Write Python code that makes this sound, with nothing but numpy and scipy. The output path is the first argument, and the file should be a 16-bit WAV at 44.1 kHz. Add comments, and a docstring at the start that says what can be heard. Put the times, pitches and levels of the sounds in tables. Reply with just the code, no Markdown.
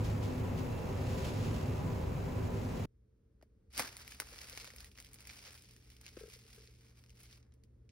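"""You hear a moving lift boom, hiss and whine while a bouquet's wrapping rustles, then a quiet kitchen.
The lift's motor shakes the cabin, a fan adds hiss, and the wrapping film brushes against a sleeve.
In the kitchen a fridge hums as a hand picks up a paper-wrapped vase and turns it, snapping creases
in the stiff paper. Set down on the stone counter, the vase rocks, and each knock makes it ring.
Everything is heard through a phone's two microphones."""
import sys
import numpy as np
from scipy import signal
from scipy.fft import rfft, irfft, next_fast_len
from scipy.io import wavfile
from scipy.ndimage import uniform_filter1d

SR = 44100
rng = np.random.default_rng(int(sys.argv[2]) if len(sys.argv) > 2 else 0)


def write(x):
    x = np.atleast_2d(x).T
    wavfile.write(sys.argv[1], SR, np.round(np.clip(x, -1, 1) * 32767).astype(np.int16))


N = 348831
T = np.arange(N) / SR
FFT_SIZE = next_fast_len(N + 4096)
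FREQS = np.maximum(np.arange(FFT_SIZE // 2 + 1) * SR / FFT_SIZE, 1)
KITCHEN_START_S = 2.857

# Paper creases that snap. Each row: start in seconds, level in dB, dB added to the low part,
# dB added to the high part, ringing pitch in Hz.
SNAPS = [(3.4135, -67, 4, -12, 1540), (3.4255, -58.5, 2.5, -1, 1940), (3.728, -66, -11.5, 14, 4720),
         (3.7776, -25.5, -16, 2, 5200), (3.7946, -26.5, -2, 2, 4670), (3.7966, -28, 1, 1, 2240),
         (3.797, -29, -7.5, 0, 2520), (3.8009, -30.5, 1.5, 1, 5070), (3.8588, -43, -4, -1, 2100),
         (3.95, -59, -24, -19, 5120), (3.9677, -40.5, -7, 5.5, 2100), (4.0781, -39.5, -8, 1, 2330),
         (4.111, -48, -18.5, 5, 5200), (4.2007, -29, -3.5, 4.5, 4840), (4.2004, -30.5, -22.5, -6, 1510),
         (4.2201, -42.5, 5, -21, 1380), (4.2686, -56, -7, -8, 1790), (4.337, -44, -6, -17, 2300),
         (4.3885, -38, -22, -21, 5130), (4.415, -39.5, -6, -20, 2350), (4.4972, -40.5, -29, 4, 2180),
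         (4.528, -39, -16, -8, 4860), (4.575, -33, -6.5, -6.5, 2240), (4.6447, -40.5, -3, -2, 2240),
         (4.675, -41, -5, -17, 2310), (4.7036, -43.5, -1, -5, 2100), (4.7362, -49, -4, -3, 4940),
         (4.762, -45.5, -8, 5.5, 2390), (4.784, -43, -22, -11, 5070), (4.805, -37, -17, -4, 5470),
         (4.8447, -42.5, -26, 2, 1970), (4.916, -49.5, -14, -3, 2300), (4.9552, -50, -13, -22, 2300),
         (4.976, -45.5, -14, -5, 1940), (4.986, -42, -9, -8, 2010), (5.0012, -42.5, -29, 3, 4830),
         (5.025, -49, -29, -1, 4980), (5.047, -45.5, -25, -2, 5190), (5.0604, -49, -31, -2, 4460),
         (5.0674, -49, -31, -8, 4910), (5.133, -50.5, -24, 8, 2290), (5.1427, -49, -29, 10, 4580),
         (5.1866, -47, -24, -17, 2340), (5.2055, -47, -22, 2.5, 4700), (5.2254, -55, -20, -14, 2300),
         (5.253, -47, -22, -6, 2160), (5.2718, -38.5, -24, -1, 2550), (5.294, -40.5, -14, -24, 2370),
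         (5.299, -39, -12, -17, 2320), (5.308, -43, -23, -18, 2400), (5.3912, -45, -29, -20, 5100),
         (5.452, -48, -20, -15, 5070), (5.475, -44, -24, -15, 2090), (5.526, -53, -18, 6, 4840),
         (5.577, -49, -16, -5, 4900), (5.622, -52.5, -24, 5, 3320), (5.7095, -49, -20, -5, 4760),
         (5.764, -52.5, -22, 0, 1880), (5.902, -46, -25, -3, 4600), (5.9664, -50, -19, -5, 4740),
         (6.013, -48.5, -22, 1, 5300), (6.0646, -37.5, -16, -12, 5140), (6.08, -43, -17, -20, 5160),
         (6.1679, -46, -2.5, -22, 1610), (6.196, -52, 3, -15, 4860), (6.2884, -53, -25, 0, 5260),
         (6.336, -51, -24, 4, 4620), (6.418, -56, -26, -12, 4720), (6.5063, -57, -15, 3, 2270),
         (6.5342, -57, -11, 3, 2100), (6.6743, -48.5, -27, -24, 4700), (7.0389, -52, -4, -6, 4470),
         (7.062, -58.5, -4, -1, 5310), (7.095, -53, -23, -6, 3100), (7.104, -52.5, -18, -4, 5470),
         (7.2028, -53.5, -10, 4, 3630), (7.2326, -59, -2, 14, 5540), (7.3274, -47, -15, -24, 5240),
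         (7.428, -58.5, -23, -23, 4900), (7.5216, -61.5, -6.5, -17, 3230), (7.539, -65.5, -26, 5, 4940),
         (7.637, -58, -27, -1.5, 5820), (7.892, -52.5, -38, -40.5, 5370)]


def undb(db):
    """Turn decibels into a gain; undb(2 * db) gives power."""
    return 10 ** (np.asarray(db) / 20)


def unit(x):
    """Scale a signal to an average power of 1."""
    return x / np.sqrt(np.mean(x ** 2))


def over_time(rows, column=1):
    """Join a table's points with straight lines in time."""
    rows = np.array(rows)
    return np.interp(T, rows[:, 0], rows[:, column])


def over_hz(rows):
    """Join a table's points across frequency, giving each octave equal room."""
    rows = np.array(rows)
    return np.interp(np.log(FREQS), np.log(rows[:, 0]), rows[:, 1])


def filtered(x, gain):
    """Give each frequency its own gain."""
    return irfft(rfft(x, FFT_SIZE) * gain, FFT_SIZE)[..., :N]


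def wander(rate):
    """Glide to a new random value `rate` times a second; typical size 1."""
    hold = int(SR / rate)
    steps = np.repeat(rng.standard_normal(N // hold + 1), hold)
    return unit(uniform_filter1d(steps, hold // 2)[:N])


def clicks(rate, spread_db):
    """Powers of about `rate` random clicks a second, many small and few large."""
    hit = rng.random(N) < rate / SR
    power = hit * undb(2 * spread_db * np.minimum(rng.exponential(size=N), 3))
    return power / power.mean()


def bursts(power, snap_s, echo_s, echo_db, rise_s):
    """Turn clicks into noise bursts with a room echo; return two channels and one burst's energy."""
    t = T[:SR // 4]
    echo = undb(2 * echo_db) * np.exp(-2 * np.log(1000) * t / echo_s)
    burst = (1 - np.exp(-(t / rise_s) ** 2)) * (np.exp(-t / snap_s) + echo)
    noise_power = np.abs(signal.fftconvolve(power, burst)[:N])
    return np.sqrt(noise_power) * rng.standard_normal((2, N)), burst.sum()


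def swells(base_db, starts, peaks_db, hold_s, rise_db_s, fall_db_s):
    """A level in dB: a base plus events that rise, hold and fall at set dB per second."""
    power = undb(2 * base_db)
    for start, peak_db, hold in np.broadcast(starts, peaks_db, hold_s):
        near = slice(max(int(start * SR) - SR // 4, 0), int(start * SR) + SR // 2)
        t = T[near] - start
        db = peak_db - rise_db_s * np.maximum(-t, 0) - fall_db_s * np.maximum(t - hold, 0)
        power[near] += undb(2 * db)
    return 10 * np.log10(power)


def microphones(pair, likeness, right_lead_s, in_step_hz, above_hz):
    """Left hears the first signal; right blends it, its treble shifted in time, with the second."""
    left, other = pair
    share = np.clip(over_hz(likeness), 0, 1)
    shift = np.where(FREQS > above_hz, np.exp(2j * np.pi * right_lead_s * (FREQS - in_step_hz)), 1)
    right = filtered(left, share * shift) + filtered(other, np.sqrt(1 - share ** 2))
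    return np.array([left, right])


def kitchen_air():
    """Dull room noise with one ringing band, coming up in two steps."""
    # The room's tone. Each row: frequency in Hz, relative level in dB.
    tone = [(20, -35), (40, -9), (62, 1.5), (95, -9), (135, -22), (200, -14.5), (270, -19.5), (400, -23.5),
            (445, -17), (490, -27), (560, -28.5), (700, -41), (1000, -42), (2000, -46.5), (3000, -51),
            (7500, -53.5), (14000, -62.5)]
    # Its loudness. Each row: time in seconds, level in dB.
    levels = [(2.86, -68.5), (3.7, -65.5), (3.85, -61), (7.91, -63.5)]
    return unit(filtered(rng.standard_normal((2, N)), undb(over_hz(tone)))) * undb(over_time(levels))


def fridge():
    """Mains electricity makes the fridge hum; the level wavers slightly."""
    # The hum. Each row: time in seconds, level in dB.
    levels = [(2.86, -73), (3.7, -77), (3.9, -69), (6.5, -67.5), (7.3, -67), (7.91, -67.5)]
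    hum_hz, waver_db = 120.3, 1.4
    db = over_time(levels) + waver_db * wander(rate=9)
    return undb(db) * np.sqrt(2) * np.sin(2 * np.pi * hum_hz * T)


def cabin_rumble():
    """Deep rumble and faint fan hiss, stronger where the motor makes the cabin and its panels ring."""
    # The noise's tone. Each row: frequency in Hz, relative level in dB.
    tone = [(22, -4), (45, -7.5), (80, 1), (150, -2), (220, -8.5), (320, -11), (600, -15), (1000, -19.5),
            (1500, -27), (2600, -31), (4000, -49.5), (7000, -44), (11000, -47), (15000, -46)]
    # Where the cabin rings. Each row: pitch in Hz, width in Hz, boost in dB.
    resonances = [(52, 4, 6.5), (77.3, 7, 4.5), (101.2, 12, 8), (149.4, 11, 3), (178.5, 4.9, 6),
                  (228.7, 5.7, 9), (253.7, 6.2, 11.5), (272.7, 6.7, 4), (382, 16.4, 6.5), (391, 11, 5),
                  (449, 21, 3), (520, 47, 4), (599, 8.1, 6), (828.3, 7.7, 6), (986, 45, 3.5)]
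    # The ride's loudness. Each row: time in seconds, level in dB.
    levels = [(0.0, -35.5), (1.0, -35), (1.9, -35.5), (2.15, -36), (2.4, -35.5), (2.85, -36.5)]
    boost = 1 + sum(undb(2 * db) / (1 + (2 * (FREQS - hz) / width) ** 4) for hz, width, db in resonances)
    rumble = filtered(rng.standard_normal((2, N)), undb(over_hz(tone)) * np.sqrt(boost))
    return unit(rumble) * undb(over_time(levels))


def motor_whine():
    """Thin motor tones that waver in pitch and level, loudest overall at full speed."""
    # The tones. Each row: pitch in Hz, then level in dB at the start, at full speed and when slowing.
    whines = [(104.5, -45, -43, -47), (501, -57, -57, -63), (2704, -75, -69, -80), (3974, -82, -82, -82),
              (7955, -84, -84, -84), (11935, -87, -87, -87), (15005, -77, -79, -76)]
    ride_s = (.3, .9, 1.5, 2.0)  # speeds up between the first two, slows between the last two
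    waver_hz, waver_db = 2.16, 1.85
    out = 0
    for hz, start_db, full_db, slow_db in whines:
        db = np.interp(T, ride_s, (start_db, full_db, full_db, slow_db)) + waver_db * wander(rate=5.98)
        pitch = hz + waver_hz * wander(rate=7.89)
        out = out + undb(db) * np.sqrt(2) * np.sin(2 * np.pi * np.cumsum(pitch) / SR)
    return out


def bouquet():
    """Wrapping film brushes a sleeve, making tiny clicks that blur into a rustle."""
    # The film's tone. Each row: frequency in Hz, relative level in dB.
    tone = [(600, 3), (1500, 4.5), (2600, 5), (5000, 2), (8000, -3), (15000, -11.5)]
    # Steady brushing. Each row: time in seconds, level in dB.
    steady = [(0.0, -59), (0.9, -58), (1.2, -53.5), (1.5, -54), (1.8, -58), (2.33, -60), (2.85, -56)]
    # Sudden brushes. Each row: time in seconds, peak level in dB.
    brushes = [(0.046, -50.5), (0.23, -53), (0.575, -53), (1.06, -58), (1.11, -57), (1.178, -54),
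               (1.248, -48.5), (1.429, -53.5), (1.545, -53)]
    rustle, _ = bursts(clicks(rate=900, spread_db=1.0), snap_s=.002, echo_s=0.3, echo_db=-12, rise_s=.0002)
    db = swells(over_time(steady), *np.transpose(brushes), hold_s=0, rise_db_s=1999, fall_db_s=128)
    return unit(filtered(rustle, undb(over_hz(tone)))) * undb(db)


def paper_crackle():
    """Stiff paper creases under the hand: a fine rustle and single snaps, in low, middle and high parts."""
    # The paper's tone. Each row: frequency in Hz, relative level in dB.
    tone = [(150, -22), (300, -11), (600, -7.5), (1000, -8.5), (1600, -3.5), (1950, -1), (2250, 2),
            (2600, -1), (3100, -3.5), (4000, -4), (5100, 0), (6000, -2.5), (7500, -4.5), (10000, -11),
            (14000, -14), (16000, -17)]
    # Steady rustle under the hand. Each row: time in seconds, level in dB, dB added to the low part.
    grip = [(3.7, -107, -8), (3.74, -61, -6), (3.9, -64.5, -1.5), (4.2, -63, -7), (4.3, -56.5, -5.5),
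            (4.65, -55.5, -8.5), (4.74, -65.5, -4), (4.94, -76, -8), (5.18, -70, -4.5), (5.35, -60.5, -6.5),
            (5.5, -62.5, -5), (5.65, -67, -13), (5.88, -75.5, -6.5), (6.15, -67, -9.5), (6.6, -68.5, -11),
            (6.75, -72.5, -13), (6.93, -85, -4), (7.0, -81, -7), (7.35, -71, -9.5), (7.5, -97.5, 8),
            (7.6, -102, 4)]
    # Fingers squeeze the paper. Each row: time in seconds, peak level in dB, hold in seconds.
    squeezes = [(3.774, -54.5, .01), (3.793, -40.5, 0.0072), (3.847, -53, 0.032), (3.997, -57.5, 0.0085),
                (4.117, -56.5, 0.015), (4.2, -69, 0.011), (4.782, -63.5, 0.081), (4.994, -61, 0.0045),
                (5.07, -67.5, .01), (5.133, -69, 0.0086), (5.212, -63.5, .005), (5.29, -59.5, 0.017),
                (5.44, -59.5, 0.027), (5.554, -59.5, 0.0068), (5.69, -69, 0.011), (5.78, -75, 0.0089),
                (5.847, -74, 0.004), (5.919, -66, 0.0035), (6.058, -60, 0.015), (6.198, -62.5, 0.019),
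                (6.302, -61, 0.044), (6.513, -65, 0.065), (6.81, -71, 0.089), (6.979, -69.5, .005),
                (7.192, -65, 0.062), (7.3, -68.5, 0.048)]
    low_hz, high_hz = 1855, 7840
    grip_high_db, flicker_db, crack_db = -4, 0.7, -2
    low = 1 / (1 + (FREQS / low_hz) ** 6)
    high = 1 / (1 + (high_hz / FREQS) ** 6)
    starts, snap_db, low_db, high_db, _ = np.transpose(SNAPS)
    parts = [(low, over_time(grip, column=2), low_db), (1 - low - high, 0, 0), (high, grip_high_db, high_db)]
    held = (T > grip[0][0]) & (T < grip[-1][0])
    hand_db = swells(over_time(grip), *np.transpose(squeezes), rise_db_s=397.5, fall_db_s=256)
    shared_creases = clicks(rate=160, spread_db=2.0)  # these sound in all three parts
    out = 0
    for band, rustle_extra_db, snap_extra_db in parts:
        creases = (shared_creases + clicks(rate=1100, spread_db=1.5)) / 2 * held
        creases *= undb(2 * (hand_db + rustle_extra_db + flicker_db * wander(rate=22)))
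        rustle, energy = bursts(creases, snap_s=0.0012, echo_s=0.066, echo_db=-9.5, rise_s=0.00019)
        cracks = np.zeros(N)  # the sharp first instant of each snap
        cracks[(starts * SR).astype(int)] = undb(snap_db + snap_extra_db)
        snaps, _ = bursts(cracks ** 2, snap_s=0.00036, echo_s=0.08, echo_db=-16.5, rise_s=0.00025)
        crackle = rustle / np.sqrt(energy) + snaps + undb(crack_db) * cracks
        out = out + filtered(crackle, unit(band * undb(over_hz(tone))))
    return out


def paper_pops(ring_db, cycles):
    """Each snap frees a small patch of paper, which rings briefly at its own pitch."""
    out, t = np.zeros(N + SR), T[:SR // 50]
    for start, db, _, _, hz in SNAPS:
        ring = np.exp(-t * hz / cycles) * np.sin(2 * np.pi * hz * t)
        out[int(start * SR):][:len(t)] += undb(db + ring_db) * ring
    return out[:N]


def vase_knocks():
    """Paper softens the start of each knock, then the vase rings; a tight grip shortens both."""
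    # Dull thuds as the hand grabs and turns the vase, then rocking on the counter. Each row: start in
    # seconds, level in dB, pitch in Hz (set by the spot hit), time stretch (smaller for a tighter grip).
    knocks = [(3.427, -56, 620, 0.4), (3.428, -62, 320, 0.5), (3.8, -43, 500, 0.8),
              (3.795, -28.5, 666, 0.16), (3.780, -46, 258, 0.4), (3.797, -46, 245, 1.3),
              (3.799, -46.5, 824, 0.8), (3.84, -51, 245, 0.8), (4.202, -51, 650, 0),
              (4.322, -57.5, 490, 0.6), (4.435, -64, 536, 0.7), (4.528, -57, 520, 1), (4.575, -74, 490, .8),
              (4.629, -59, 453, .8), (4.678, -61.5, 525, 0.9), (4.737, -57, 479, 0.36),
              (4.99, -70, 520, .8), (5.476, -61.5, 520, 1), (6.169, -45, 350, 0.6),
              (6.170, -48.5, 500, 0.64), (6.209, -47, 444, 0.96), (6.234, -45, 435, 0.8),
              (6.254, -54, 462, 1), (6.278, -53, 436, 0.9), (6.361, -60, 454, 0.85), (6.451, -63, 442, .95),
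              (6.577, -56, 438, 1), (6.602, -62, 435, .86), (6.633, -67, 445, .95), (6.683, -64, 438, .98)]
    # The vase's tones. Each row: multiple of the knock's pitch, relative level in dB,
    # seconds to fade by 60 dB before stretching.
    tones = [(1, 10, 0.047), (.75, -5, 0.018), (.4, -12.5, 0.15), (1.6, -8, 0.022), (3, -15, 0.07),
             (3.65, -12, 0.057)]
    rise_s = 0.0038
    out, t = np.zeros(N + SR), T[:SR // 4]
    for start, db, hz, stretch in knocks:
        age = t / np.clip(stretch, .15, 1.5)
        rise = 1 - np.exp(-(age / rise_s) ** 2)
        ring = sum(undb(tone_db) * np.exp(-np.log(1000) * age / fade_s) * np.sin(2 * np.pi * ratio * hz * t)
                   for ratio, tone_db, fade_s in tones)
        out[int(start * SR):][:len(t)] += undb(db) * rise * ring
    return out[:N] * undb([[2.5], [-3]])  # nearer the left microphone


def scene():
    """The lift scene ends abruptly and the kitchen scene follows."""
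    # How alike the two microphones sound in each place. Each row: frequency in Hz, likeness from 0 to 1.
    lift_likeness = [(60, 1), (130, 0.97), (290, 0.71), (640, 0.1), (1400, 0.09), (3000, 0.4), (5500, 0.25),
                     (6800, 1), (16000, 1)]
    kitchen_likeness = [(60, 0.99), (130, 1), (290, 0.78), (640, 0.028), (1600, 0.67), (2800, 0.014),
                        (3700, .05), (5500, 0.75), (6800, 1), (16000, 0.9)]
    kitchen = (kitchen_air() + fridge()) * (T > KITCHEN_START_S)
    kitchen += paper_crackle() + paper_pops(ring_db=-10.5, cycles=5.5)
    kitchen = microphones(kitchen, kitchen_likeness, right_lead_s=-.000164, in_step_hz=10400, above_hz=4700)
    lift = cabin_rumble() + bouquet() + motor_whine()
    lift = microphones(lift, lift_likeness, right_lead_s=.000238, in_step_hz=6800, above_hz=6800)
    lift_fade = np.clip((KITCHEN_START_S - T) / 0.0029, 0, 1)
    return lift * lift_fade + kitchen + vase_knocks()


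def record(dry):
    """The deepest bass and the highest treble are filtered away."""
    bottom_hz, top_hz = 24, 15750
    x = signal.sosfilt(signal.butter(4, bottom_hz, "high", fs=SR, output="sos"), dry)
    return signal.sosfilt(signal.ellip(10, .2, 70, top_hz, fs=SR, output="sos"), x)


dry = scene()
out = record(dry)
write(out)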